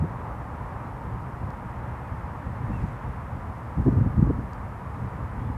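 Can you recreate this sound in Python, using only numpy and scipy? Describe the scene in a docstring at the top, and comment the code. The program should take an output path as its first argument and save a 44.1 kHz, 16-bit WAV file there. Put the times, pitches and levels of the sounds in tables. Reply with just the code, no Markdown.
"""Gusts over a grassy marsh

A light wind rumbles on the microphone, and one strong double gust buffets it with eddies.
Behind it tyres roar on a distant road and far birds give a few thin peeps.
Grass blades brush together in a rustle, and dry stems tick as they snap."""
import sys
import numpy as np
from scipy import signal
from scipy.fft import rfft, irfft, next_fast_len
from scipy.io import wavfile
from scipy.ndimage import uniform_filter1d

SR = 44100
rng = np.random.default_rng(int(sys.argv[2]) if len(sys.argv) > 2 else 0)


def to_wav(sig):
    """Store sig (one row per channel, or 1-D mono) as 16-bit WAV at the path in sys.argv[1].

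    Samples outside -1..1 are clipped; the rate is SR.
    """
    pcm = np.clip(np.atleast_2d(sig), -1, 1) * 32767
    pcm = np.round(pcm).astype(np.int16)
    wavfile.write(sys.argv[1], SR, pcm.T)  # frames by channels


N = 245637
TIME = np.arange(N) / SR


def amp(db):
    """Decibels to gain."""
    return 10 ** (np.asarray(db) / 20)


def unit(x):
    """Scales to rms 1."""
    return x / np.sqrt(np.mean(x ** 2) + 1e-20)


def noise(spectrum):
    """Noise of rms 1 through an EQ curve, rolling off 24 dB an octave past its ends."""
    hz, db = np.transpose(spectrum)
    size = next_fast_len(N)
    octave = np.log2(np.fft.rfftfreq(size, 1 / SR) + 1)
    points = np.log2(hz + 1)
    beyond = abs(octave - np.clip(octave, points[0], points[-1]))
    colour = amp(np.interp(octave, points, db) - 24 * beyond)
    return unit(irfft(rfft(rng.standard_normal(size)) * colour, size)[:N])


def steadied(x, seconds):
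    """Rides out level swings slower than the given time, keeping the faster ones."""
    window = np.exp(-.5 * (np.arange(-SR // 4, SR // 4 + 1) / SR / seconds) ** 2)
    power = signal.fftconvolve(x ** 2, window, "same") / signal.fftconvolve(np.ones(N), window, "same")
    return x / np.sqrt(abs(power) + 1e-12)


def swells(rows, squareness=2):
    """Power envelope of summed swells; squareness 2 is a bell, more gives quick edges and a hold."""
    return sum(amp(db) ** 2 * np.exp(-2 * abs((TIME - s) / half_length) ** squareness)
               for s, half_length, db in rows)


def sway(seconds):
    """A slow random drift of rms 1."""
    size = max(round(seconds * SR), 2)
    return unit(uniform_filter1d(uniform_filter1d(rng.standard_normal(N), size), size))


# EQ of the tyre roar and of its bright tread layer: (f/Hz, relative level/dB)
ROAR_EQ = [(120, -27), (280, -4.5), (390, -7), (540, -3), (650, -4.5), (820, 0), (965, 1.5), (1080, -2),
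           (1230, -3), (1450, -10.5), (1800, -18), (2600, -30)]
TREAD_EQ = [(900, -27), (1400, 1.5), (1750, 2.5), (2050, -1.5), (2450, -9.5), (3000, -16), (3600, -22.5),
            (5000, -35)]
# Vehicles that stand out of the stream: (centre t/s, half length/s, roar level/dB, tread level/dB)
PASS_BYS = [(.24, 0.18, -43, -61), (.75, 0.19, -44, -59), (1.933, 0.46, -50, -57.5),
            (2.85, 0.57, -60, -54.5), (5.2, 0.54, -50, -58.5)]


def road(roar_db=-40.5, fade_db_per_s=0.31, tread_db=-54):
    """Far tyres merge into a bed of roar near 1 kHz; single vehicles swell out of it and sink back."""
    roar_power = amp(roar_db - fade_db_per_s * TIME) ** 2
    roar_power += swells([(s, half, db) for s, half, db, _ in PASS_BYS])
    tread_power = amp(tread_db) ** 2 + swells([(s, half, db) for s, half, _, db in PASS_BYS])
    roar = np.sqrt(roar_power) * steadied(noise(ROAR_EQ), seconds=0.18)
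    return roar + np.sqrt(tread_power) * noise(TREAD_EQ)


# Far bird calls: (centre t/s, half length/s, f/Hz, level/dB, glide/share of f, arch/share of f)
BIRD_PEEPS = [(0.875, 0.035, 4120, -77, 0, 0.014), (2.07, .045, 2460, -63, -0.047, 0.003),
              (2.75, 0.03, 2720, -56.5, 0.004, 0.05), (2.795, .03, 2540, -65, -0.015, 0.0027),
              (5.42, 0.0163, 3320, -70, 0.0056, 0.015), (5.468, 0.023, 3500, -72, .005, .01)]


def birds(waver=0.0054):
    """Nearly pure whistles that swell, glide or arch, and fade."""
    out = np.zeros(N)
    for s, half_length, hz, db, glide, arch in BIRD_PEEPS:
        near = abs(TIME - s) < 2 * half_length
        offset = (TIME[near] - s) / half_length
        wobble = unit(uniform_filter1d(rng.standard_normal(N), size=100))[near]
        pitch = hz * (1 + glide * offset - arch * offset ** 2 + waver * wobble)
        whistle = np.sqrt(2) * np.sin(2 * np.pi * np.cumsum(pitch) / SR)
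        out[near] += amp(db) * np.exp(-offset ** 2) * whistle
    return out


# EQ of brushing blades: (f/Hz, relative level/dB)
GRASS_EQ = [(2000, -21), (3500, 0.5), (6000, 1), (9500, -2), (14000, -18)]
# Tufts rustling: (centre t/s, half length/s, level/dB)
TUFT_RUSTLES = [(2.81, 0.15, -70), (3.88, .12, -72), (4.22, .05, -74), (5.0, .2, -80)]


def grass(idle_db=-88, grain_db=2.5):
    """Blades brush together in a fine, grainy hiss."""
    envelope = np.sqrt(amp(idle_db) ** 2 + swells(TUFT_RUSTLES))
    contacts = unit(uniform_filter1d(rng.standard_normal(N), size=128))
    return envelope * unit(noise(GRASS_EQ) * amp(grain_db * contacts))


# Resonances of a dry stalk, which each snap scales: (f/Hz, relative level/dB, t60/s)
STALK_MODES = [(4800, -6, .014), (5500, -6, .003), (6490, -3.5, 0.0046), (7400, -7, .003),
               (8300, -19, .002)]
# Stems snapping: (t/s, level/dB, pitch factor, ring time factor)
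SNAPS = [(1.5052, -46, .93, .3), (2.888, -53, 1.05, .3), (4.2135, -53.5, .97, .4), (4.5335, -45, 0.995, 1)]


def stems(high_cut_hz=8800):
    """Each snap rings the short modes of a dry stalk; a damped stalk gives only a dry tick."""
    t = np.arange(SR // 20) / SR
    out = np.zeros(N)
    for s, level_db, tuning, ringing in SNAPS:
        ring = sum(amp(db - 60 * t / (t60 * ringing)) * np.sin(2 * np.pi * hz * tuning * t)
                   for hz, db, t60 in STALK_MODES)
        start = round(s * SR)
        out[start:start + len(t)] += amp(level_db) * ring
    return signal.sosfilt(signal.butter(6, high_cut_hz, fs=SR, output="sos"), out)


# EQ of large eddies (rumble) and of small, fast ones (flutter): (f/Hz, relative level/dB)
RUMBLE_EQ = [(20, -25), (32, -15.5), (45, -4), (60, 0), (80, 0), (98, -2), (118, 1), (145, -7.5),
             (200, -12), (270, -19.5), (340, -24.5)]
FLUTTER_EQ = [(90, -20.5), (170, 3.5), (260, -2), (340, -14), (480, -10), (700, -37.5), (1200, -22),
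              (2500, -58)]
# Gusts that drive both layers: (centre t/s, half length/s, drive level/dB)
WIND_GUSTS = [(0.025, .045, -25), (1.12, .06, -31.5), (1.46, 0.062, -33), (1.85, 0.1, -36),
              (2.135, 0.023, -28), (2.5, 0.054, -31), (2.74, 0.15, -29), (3.075, 0.041, -30.5),
              (3.35, .03, -33.5), (3.96, 0.16, -20.5), (4.23, 0.078, -20), (4.35, 0.095, -27.5),
              (5.03, .045, -30.5), (5.23, 0.041, -29), (5.46, .13, -30)]


def wind(breeze_db=-35, sway_db=1.36, light_wind_db=-33, rumble_trim_db=-1, flutter_trim_db=-13):
    """Gusts ride on a breeze. Large eddies rumble; a gust breaks them into smaller, brighter ones."""
    breeze = amp(breeze_db + sway_db * sway(seconds=0.036))
    drive_db = 10 * np.log10(breeze ** 2 + swells(WIND_GUSTS, squareness=3.8))
    excess_db = drive_db - light_wind_db
    breakup_db = 0.35 * np.maximum(excess_db - 3.5, 0)  # strong gusts compress the low end
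    rumble_db = drive_db + rumble_trim_db - breakup_db
    flutter_db = light_wind_db + flutter_trim_db + 0.85 * excess_db
    rumble = amp(rumble_db) * steadied(noise(RUMBLE_EQ), seconds=0.039)
    flutter = amp(flutter_db) * steadied(noise(FLUTTER_EQ), seconds=0.013)
    return rumble + flutter


# Single eddies that hit the microphone: (t/s, level/dB, centre f/Hz)
EDDY_HITS = [(0.026, -20, 133), (0.048, -25, 183), (2.702, -28.5, 190), (2.839, -22.5, 133),
             (3.790, -19, 125), (3.868, -15.5, 235), (3.886, -13.5, 206), (3.931, -23, 292),
             (3.978, -14, 135), (4.016, -19, 165), (4.068, -19.5, 160), (4.188, -15, 140),
             (4.226, -14, 140), (4.272, -23, 200), (4.305, -18.5, 200), (4.388, -27, 225),
             (5.50, -32.5, 250)]


def buffets(low_slope=1.15, high_slope=3.33, half_length_cycles=2.42, bass_cut_hz=55):
    """Each eddy is a dull thump of pressure a few cycles long, so small ones pass sooner."""
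    size = 16384
    t = (np.arange(size) - size // 2) / SR
    f = np.fft.rfftfreq(size, 1 / SR)
    bass_cut = f ** 4 / (f ** 4 + bass_cut_hz ** 4)  # the microphone passes no deep bass
    out = np.zeros(N + 2 * size)
    for s, db, hz in EDDY_HITS:
        colour = (f / hz) ** low_slope / (1 + (f / hz) ** (low_slope + high_slope))
        envelope = np.exp(-2 * (t * hz / half_length_cycles) ** 2)
        burst = irfft(rfft(rng.standard_normal(size)) * colour) * envelope
        thump = irfft(rfft(burst) * bass_cut)
        start = round(s * SR) + size // 2
        out[start:start + size] += amp(db) * thump * np.linalg.norm(envelope) / np.linalg.norm(thump)
    return out[size:size + N]


def scene():
    """The mono mix at the microphone."""
    return (wind() + buffets() + road() + grass() + stems() + birds())[None]


# EQ of the camera's own noise floor: (f/Hz, relative level/dB)
HISS_EQ = [(1500, -3.5), (4000, -0.5), (5200, 1.5), (6200, -0.7), (9500, -0.5), (12000, -2.5), (14500, -5)]


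def record(dry, hiss_db=-69, whine_db=-92.5, whine_hz=9360, high_cut_hz=14550):
    """The camera's electronics add hiss and a faint whine, then cut the top end."""
    hiss = amp(hiss_db) * noise(HISS_EQ)
    whine = amp(whine_db) * np.sqrt(2) * np.sin(2 * np.pi * whine_hz * TIME)
    low_pass = signal.firwin(511, high_cut_hz, window=("kaiser", 9), fs=SR)
    return signal.oaconvolve(dry + hiss + whine, low_pass[None], "same")


dry = scene()
out = record(dry)
to_wav(out)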